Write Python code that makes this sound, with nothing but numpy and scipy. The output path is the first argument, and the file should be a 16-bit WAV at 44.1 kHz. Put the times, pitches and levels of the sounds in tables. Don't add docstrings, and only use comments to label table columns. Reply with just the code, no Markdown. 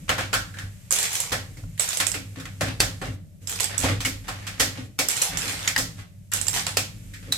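import sys
import numpy as np
from scipy import signal
from scipy.fft import rfft, irfft
from scipy.io import wavfile
from scipy.ndimage import uniform_filter1d

SR = 44100
rng = np.random.default_rng(int(sys.argv[2]) if len(sys.argv) > 2 else 0)


def master_out(mix):
    frames = np.transpose(np.atleast_2d(mix))
    ceiling = np.clip(frames, -1, 1)
    pcm = np.round(ceiling * 32767).astype(np.int16)
    wavfile.write(sys.argv[1], SR, pcm)


N = 325017

# [t/s, level/dB, knock passed to the case/dB, brightness/dB, attack/dB, strongest resonance f/Hz,
# strength of that resonance/dB]
SNAPS = [(0.092, -19.5, -12, -11.5, 5, 1150, -1), (0.1802, -25.5, -9.5, -11, -4, 1680, 5),
         (0.3295, -22, -10.5, -11.5, 3.5, 1520, 15), (0.3388, -31, -31, 2.5, 2, 1400, -12),
         (0.485, -60, -28, -3, 9, 1600, 22), (0.54, -48, -38, -9, 1, 1630, 23),
         (0.5859, -37.5, -34, -8, 4.5, 1700, 15), (1.319, -25.5, -6, -3.5, -8, 1820, 9),
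         (1.571, -54.5, -2, 1.5, 1, 2010, 13), (1.637, -63, -8, -18, 19, 1900, -3),
         (2.0004, -24, -15.5, -3, 4.5, 2142, 5), (2.1404, -32, -15.5, -3.5, -14, 2400, 8),
         (2.3991, -43, -18, -5, 4.5, 1400, 11.5), (2.4543, -37.5, -23.5, -13.5, 8.5, 1460, -3.5),
         (2.609, -27.5, -4, -5, 5.5, 1740, 11), (2.8025, -25, -5.5, 1, 8, 1740, 7.5),
         (3.0149, -32.5, -4, -13.5, -2, 1840, 4), (3.836, -29, 1, -5, -14, 900, 3),
         (4.0042, -34, -17.5, -2, -1, 1570, -4), (4.0493, -28.5, -16, 0, 0, 2180, 9.5),
         (4.2806, -30.5, -12.5, -7.5, -6, 1020, 8.5), (4.467, -32.5, -22.5, -5.5, -9, 2260, 4),
         (4.5972, -23, -8, 3, -21, 1870, 9.5), (4.9889, -27.5, -3, 4, 0, 2080, 9.5),
         (5.6758, -27.5, -20, -1, 7, 2118, 10), (5.7622, -30, -17, -9, 15.5, 1920, 19.5),
         (5.7772, -34, -2, 10, -4, 1315, 8.5), (6.319, -31, -32, -9, -8, 1450, 11),
         (6.666, -32.5, -14, -5.5, 6, 2300, -4), (6.77, -28.5, -8.5, 3, 10, 2524, 7.5),
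         (7.1363, -41.5, -44, -7, -6, 1980, 11), (7.3224, -34, -18.5, 3.5, 12.5, 3930, 21.5)]
# [t/s, level/dB, cap wall resonance f/Hz, left minus right/dB]
CLICKS = [(0.908, -21.5, 7650, -3), (0.9154, -20.5, 9900, 8), (0.9248, -14, 6700, 4),
          (0.9592, -23.5, 7700, 3.5), (0.987, -18.5, 8400, 1), (1.0284, -19.5, 8800, 1),
          (1.1299, -26.5, 10600, 14), (1.154, -20.5, 6270, 5), (1.2023, -19.5, 7300, 1),
          (1.7964, -15.5, 8150, 0), (1.8887, -23, 6930, -3), (1.9323, -24, 9890, 8),
          (1.9717, -21.5, 8150, -1), (2.0673, -20.5, 8500, -13.5), (2.1174, -28.5, 7800, -10),
          (3.473, -26.5, 7410, -4), (3.4966, -26.5, 7600, 12), (3.6045, -21.5, 7960, -9.5),
          (3.642, -32, 8090, -26), (3.7793, -23, 7750, -6), (3.7917, -28, 7970, -4), (3.8008, -25, 7740, 0),
          (4.058, -25, 13000, 5), (5.086, -17.5, 7800, 2), (5.113, -24.5, 7600, 3),
          (5.1667, -23.5, 7150, -1), (5.2172, -15, 10100, 11), (5.221, -23, 7330, -13),
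          (5.372, -23, 7200, -10.5), (5.5218, -29, 5400, -4), (6.317, -32, 7450, 16),
          (6.336, -17, 8095, -1), (6.4134, -24, 8000, -8), (6.4686, -27.5, 7200, -6),
          (6.482, -20, 7600, -5)]
# [t/s, length/s, level/dB]
PILE_SHIFTS = [(0.906, 0.19, -29), (1.108, 0.066, -30.5), (1.222, 0.086, -40), (1.771, 0.013, -37),
               (1.797, 0.2, -33), (3.471, 0.097, -33.5), (3.583, 0.063, -30), (3.808, 0.022, -25.5),
               (5.09, 0.17, -28.5), (5.363, 0.066, -28.5), (5.467, 0.2, -35), (6.319, 0.041, -28),
               (6.418, 0.073, -39.5), (6.527, 0.045, -26), (6.653, 0.015, -27)]
# [t/s, length/s, level/dB]
SCRAPES = [(0.079, 0.015, -28), (0.19, 0.03, -31), (0.535, 0.1, -45), (2.352, 0.046, -42.5),
           (2.64, 0.037, -28), (3.03, 0.035, -35), (3.69, 0.087, -35.5), (3.82, 0.089, -26),
           (4.24, 0.51, -42.5), (4.75, 0.049, -39.5), (5.3, 0.36, -33.5), (5.97, 0.028, -40),
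           (6.53, 0.053, -39.5), (7.22, 0.073, -46)]
# [t/s, desk level/dB, case level/dB]
THUMPS = [(0.625, -34, -55), (1.629, -31, -52), (2.142, -40.5, -37), (2.37, -42.5, -40),
          (2.629, -31, -31.5), (2.82, -32, -36.5), (3.065, -31, -38), (3.79, -34, -42.5),
          (3.836, -29.5, -31), (3.895, -25.5, -32.5), (4.06, -41, -35), (4.618, -52, -35.5),
          (4.779, -42, -38.5), (5.33, -37.5, -48), (5.431, -60, -39), (5.78, -46, -38),
          (6.352, -40.5, -46.5), (6.53, -46, -47), (7.27, -42, -41.5)]
# [leaves t/s, returns t/s, change of the brushing/dB]
CARRIES = [(0.68, 1.307, -1.5), (1.636, 2, -2), (3.16, 3.413, -15), (4.878, 5.286, -10),
           (6.035, 6.332, -12.5)]

# [f/Hz, width/Hz, level/dB]
DESK_MODES = [(44, 9.7, -7), (63.7, 24, -8.5), (98.5, 6.6, 1.5), (118.3, 5, -7), (162.5, 21, -8),
              (197.5, 16, -13)]
CASE_MODES = [(271.3, 26.8, 6.5), (297.2, 24, 1), (342, 110, -5), (472, 21, -6.5), (536, 34, -5.5)]
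# [f/Hz, width/Hz, lift/dB]
KNOCK_MODES = [(518, 30, 5), (752, 39, 6.5), (1082, 38, 6), (1340, 67, 3)]
# [f/Hz, width/Hz, lift/dB]
WALL_MODES = [(4050, 230, -1), (7600, 1500, 2.5)]

# [f/Hz, level/dB]
SNAP_COLOUR = [(100, 5), (280, 6.5), (600, 9), (950, 3), (1500, 5), (2700, 4), (4500, 3.5), (7600, 0),
               (9500, -4), (12000, -4), (15500, -16)]
CLICK_COLOUR = [(150, -34), (500, -10), (1000, -12.5), (2300, -8.5), (4500, -8.5), (6300, -4), (7700, -2),
                (9300, -7), (10800, -5), (13000, -10.5), (15500, -23.5)]
PILE_COLOUR = [(180, -20.5), (300, -8.5), (392, -9.5), (462, -5), (634, -33), (689, -6), (1120, -4.5),
               (1300, -6.5), (2070, -0.5), (5520, -3), (7820, -2.5), (12500, -12), (15200, -17.5),
               (16000, -56)]
SCRAPE_COLOUR = [(180, -13.5), (300, -6.5), (359, -13), (627, -9), (841, -11.5), (928, -15), (1110, -10),
                 (1940, -7), (2210, -9), (7060, -20.5), (12500, -29.5), (15000, -56.5)]
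# [f/Hz, level/dB]
BRUSH_COLOUR = [(300, -1.5), (1000, -6.5), (2300, 1.0), (4500, -5.5),
                (7500, 0.0), (10000, -5), (13500, -6), (15000, -34.5)]
# [f/Hz, level/dB]
HISS_COLOUR = [(200, 5.5), (1000, -1.5), (13500, 3.5), (15000, -32.0)]
# [f/Hz, level/dB]
AIR_COLOUR = [(12, -59), (20, -21.5), (64, -18), (103, -12.5), (198, -16.5), (222, -30.5), (503, -46),
              (583, -33), (1000, -70), (1300, -105), (2200, -120)]
# [f/Hz, level/dB]
HUM = [(64.6, -73.5), (96.9, -48.5)]
# [f/Hz, time/s]
ROOM_T60 = [(200, 0.24), (600, 0.36), (1500, 0.3), (4000, 0.34), (8000, 0.28), (15000, 0.28)]
# [f/Hz, left minus right/dB]
CAPSULES = [(90, -1), (200, 3.5), (700, -1.6), (2400, 0), (4400, -0.5), (6500, -4.5), (8300, -7.5),
            (10500, 5.5), (14000, 6.5)]

HIT_SIZE = 4096
TOP_HZ = 15900
AIR_DB = -48
SNAP_PAN_DB = -1.5
EDGE_DB = -1.5
HAND_MOVE_S = 0.02
RECOIL_SLOPE = 0.72


def undb(db):
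    return 10 ** (np.asarray(db) / 20)


def along(points, hz):
    f, value = np.transpose(points)
    return np.interp(np.log(np.maximum(hz, 1)), np.log(f), value)


def unit(x):
    return x / np.sqrt(np.mean(x ** 2) + 1e-18)


def tint(x, points):
    hz = np.fft.rfftfreq(N, 1 / SR)
    return irfft(rfft(x) * undb(along(points, hz)), N)


def pair(likeness, size):
    shared, opposed = rng.standard_normal((2, size))
    c = np.clip(likeness, -1, 1)
    return np.sqrt((1 + c) / 2) * shared + np.sqrt((1 - c) / 2) * np.array([opposed, -opposed])


def panned(x, pan_db):
    return x * undb(np.array([[pan_db], [-pan_db]]) / 2)


def add(out, s, x):
    i = max(int(s * SR), 0)
    out[:, i:i + x.shape[1]] += x[:, :max(N - i, 0)]


def gesture(rows, attack_s, sag_db_per_s, release_s):
    t, gain = np.arange(SR) / SR, np.zeros((1, N))
    for s, length_s, db in rows:
        swell = np.minimum(t / attack_s, 1)
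        fade = np.exp(-np.maximum(t - length_s, 0) / release_s)
        add(gain, s, (swell * fade * undb(db - sag_db_per_s * t))[None])
    return gain[0]


def lifted():
    t = np.arange(N) / SR
    return np.array([np.clip(np.minimum(t - leaves, returns - t) / HAND_MOVE_S + .5, 0, 1)
                     for leaves, returns, _ in CARRIES])


def bump(hz, centre_hz, width_hz):
    return 1 / (1 + (2 * (hz - centre_hz) / width_hz) ** 2)


def modal(depth_db, size):
    rough = rng.standard_normal(HIT_SIZE // 2 + 1)
    return depth_db * unit(uniform_filter1d(uniform_filter1d(rough, size), size))


def bare_ring(db):
    cepstrum = irfft(np.log(undb(db)))
    cepstrum[1:HIT_SIZE // 2] *= 2
    cepstrum[HIT_SIZE // 2 + 1:] = 0
    return irfft(np.exp(rfft(cepstrum)))[None]


def strike(force, ring, likeness):
    burst = pair(likeness, HIT_SIZE) * force
    burst *= np.sqrt(np.sum(force ** 2) / np.sum(burst ** 2, axis=1, keepdims=True))
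    return irfft(rfft(burst) * rfft(ring))


def grains(per_s, spread_db, ring_s):
    timing, size = rng.random((2, N))
    energy = (timing < per_s / SR) * undb(-spread_db * np.log(np.maximum(size, .01))) ** 2
    energy = signal.lfilter([1], [1, -np.exp(-2 / (ring_s * SR))], energy) + 1e-6
    average = np.maximum(uniform_filter1d(energy, size=2600), 1e-6)
    return pair(0.12, N) * np.sqrt(energy / average)


def ringing(modes, likeness):
    push, x = pair(likeness, N), 0
    for hz, width, db in modes:
        band = signal.butter(2, [hz - width / 2, hz + width / 2], "band", fs=SR, output="sos")
        x = x + undb(db) * unit(signal.sosfilt(band, push))
    return x / np.sqrt(uniform_filter1d(np.mean(x ** 2, axis=0), size=4400) + 1e-6)


def room(x, diffuse_hz=1300):
    t = np.arange(SR * 3 // 4) / SR
    hz = np.fft.rfftfreq(len(t), 1 / SR)
    mid, side = rfft(rng.standard_normal((2, len(t))))
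    apart = np.minimum(hz / diffuse_hz, 1)
    noise, tail = (mid + apart * np.array([side, -side])) / np.sqrt(1 + apart ** 2), 0
    for k, (_, t60) in enumerate(ROOM_T60):
        share = along([(f, j == k) for j, (f, _) in enumerate(ROOM_T60)], hz)
        tail = tail + irfft(noise * share, len(t)) * np.exp(-np.log(1000) * t / t60)
    tail *= 1 - np.exp(-(t / 0.0053) ** 2)
    return signal.oaconvolve(x, unit(tail) / np.sqrt(len(t)), axes=1)[:, :N]


def background(hum_db=-4, hiss_db=-68):
    t, hum = np.arange(N) / SR, 0
    for hz, db in HUM:
        hum = hum + np.sqrt(2) * undb(db + hum_db) * np.sin(2 * np.pi * (hz * t + rng.random()))
    rumble = undb(AIR_DB) * unit(tint(pair(0.54, N), AIR_COLOUR))
    hiss = undb(hiss_db) * unit(tint(pair(.1, N), HISS_COLOUR))
    return hum + rumble + hiss


def brushing(db=-54):
    change_db = np.array(CARRIES)[:, 2] @ lifted()
    return unit(tint(pair(0.059, N), BRUSH_COLOUR)) * undb(db + change_db)


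def thumps(desk_db=3, case_db=4, desk_s=0.096, case_s=0.054, rise_s=0.0047, pressure_db=-41, creak_db=-16,
           recoil_desk_db=-11.5, recoil_case_db=-16.5, lifted_db=-18):
    t, held = np.arange(N) / SR, undb(lifted_db * lifted().sum(axis=0))
    weight = undb(pressure_db) * held
    desk_energy, case_energy = weight ** 2, (weight * undb(creak_db)) ** 2
    recoils = []
    for s, level_db, knock_db, *_ in SNAPS:
        recoil_db = RECOIL_SLOPE * (level_db + knock_db)
        recoils.append((s, recoil_db + recoil_desk_db, recoil_db + recoil_case_db))
    for s, bump_db, knock_db in THUMPS + recoils:
        i = int(s * SR)
        age = t[:min(N - i, SR)]
        push = 1 - np.exp(-age / rise_s)
        desk_gain = held[i] * undb(bump_db + desk_db)
        desk_energy[i:i + len(age)] += (desk_gain * push * np.exp(-age / desk_s)) ** 2
        case_energy[i:i + len(age)] += (undb(knock_db + case_db) * push * np.exp(-age / case_s)) ** 2
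    desk = ringing(DESK_MODES, 1.0) * np.sqrt(desk_energy)
    case = ringing(CASE_MODES, 0.75) * np.sqrt(case_energy)
    return desk + case


def scrapes(db=-3, room_db=1):
    effort = gesture(SCRAPES, attack_s=0.012, sag_db_per_s=18, release_s=0.012)
    contacts = unit(tint(grains(per_s=380, spread_db=4.0, ring_s=0.0052), SCRAPE_COLOUR))
    slips = contacts * effort * undb(db)
    return slips + undb(room_db) * room(slips)


def snaps(db=7, room_db=29, clean_share=0.1, crack_s=0.0021, crack_gain_db=2, chatter_db=-3, chatter_s=0.02,
          slip_db=-26, slip_s=0.0049):
    out, sent = np.zeros((2, N)), np.zeros((1, N))
    t, hz = np.arange(HIT_SIZE) / SR, np.fft.rfftfreq(HIT_SIZE, 1 / SR)
    colour = along(SNAP_COLOUR, hz) + db
    colour += sum(lift_db * bump(hz, f, width) for f, width, lift_db in KNOCK_MODES)
    for s, level_db, knock_db, bright_db, attack_db, hollow_hz, hollow_db in SNAPS:
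        tilt = [(500, knock_db), (1600, 0.0026), (5500, bright_db), (11500, bright_db + EDGE_DB)]
        body_db = colour + level_db + along(tilt, hz)
        body_db += hollow_db * (bump(hz, hollow_hz, 780) - 0.49 * bump(hz, hollow_hz, 2500))
        clean_db = clean_share * max(attack_db, 0)
        body_db += sum((lift_db + clean_db) * bump(hz, f, width) for f, width, lift_db in WALL_MODES)

        crack = undb(attack_db + crack_gain_db) * np.exp(-t / crack_s)
        uneven = undb(0.87 * unit(uniform_filter1d(rng.standard_normal(HIT_SIZE), size=60)))
        chatter = undb(chatter_db) * uneven * np.exp(-t / chatter_s)
        force = (crack + chatter) * (1 - np.exp(-t / 0.00055))

        ring = bare_ring(body_db + modal(depth_db=4.0, size=13))
        sound = panned(strike(force, ring, 0.42), SNAP_PAN_DB)
        add(out, s, sound)
        add(out, s - slip_s, undb(slip_db) * sound)
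        add(sent, s, bare_ring(body_db))
    return out + undb(room_db) * room(sent)


def pile(db=23, room_db=4, per_s=100, scatter_db=5.0, contact_s=0.00094, pan_db=-4, settle_s=0.03):
    out, sent = np.zeros((2, N)), np.zeros((1, N))
    effort = gesture(PILE_SHIFTS, attack_s=0.005, sag_db_per_s=6, release_s=settle_s)
    force = np.exp(-np.arange(HIT_SIZE) / SR / contact_s)
    force /= np.linalg.norm(force)
    colour = along(PILE_COLOUR, np.fft.rfftfreq(HIT_SIZE, 1 / SR))
    for start, length_s, _ in PILE_SHIFTS:
        for slot in np.arange(start, start + length_s + 2 * settle_s, 1 / per_s):
            s = slot + rng.random() / per_s
            scatter = scatter_db * np.clip(rng.standard_normal(), -2, 1.5)
            size = effort[int(s * SR)] * undb(db + scatter)
            ring = bare_ring(colour + modal(depth_db=4.5, size=26))
            tick = strike(force, ring, 0.14)
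            add(out, s, size * panned(tick, pan_db + 4 * rng.standard_normal()))
            add(sent, s, size * ring)
    return out + undb(room_db) * room(sent)


def clicks(db=12, room_db=17, wall_db=7, contact_s=0.00048, rattle_db=-18, rattle_s=0.027, side_db=-5.5):
    out, sent = np.zeros((2, N)), np.zeros((1, N))
    t, hz = np.arange(HIT_SIZE) / SR, np.fft.rfftfreq(HIT_SIZE, 1 / SR)
    for s, level_db, wall_hz, pan_db in CLICKS:
        gap, size = rng.random(2)
        late = t - .0008 - 0.0018 * gap
        first_edge = np.exp(-t / contact_s)
        second_edge = np.sqrt(size) * (late > 0) * np.exp(-abs(late) / contact_s)
        rattle = undb(rattle_db) * np.exp(-t / rattle_s)
        body_db = along(CLICK_COLOUR, hz) + wall_db * bump(hz, wall_hz, 750) + level_db + db
        ring = bare_ring(body_db + modal(depth_db=4.5, size=20))
        sound = strike(first_edge + second_edge + rattle, ring, 0.093)
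        add(out, s, panned(sound, pan_db))
        add(sent, s, bare_ring(body_db))
    return panned(out, side_db) + undb(room_db) * room(sent)


def scene():
    return background() + brushing() + thumps() + scrapes() + snaps() + pile() + clicks()


def record(dry):
    sides = [tint(x, [(hz, sign * db / 2) for hz, db in CAPSULES]) for x, sign in zip(dry, (1, -1))]
    rounded = .9 * np.tanh(np.array(sides) / .9)
    low_pass = signal.ellip(8, .2, 70, TOP_HZ, fs=SR, output="sos")
    return signal.sosfilt(low_pass, rounded)


dry = scene()
out = record(dry)
master_out(out)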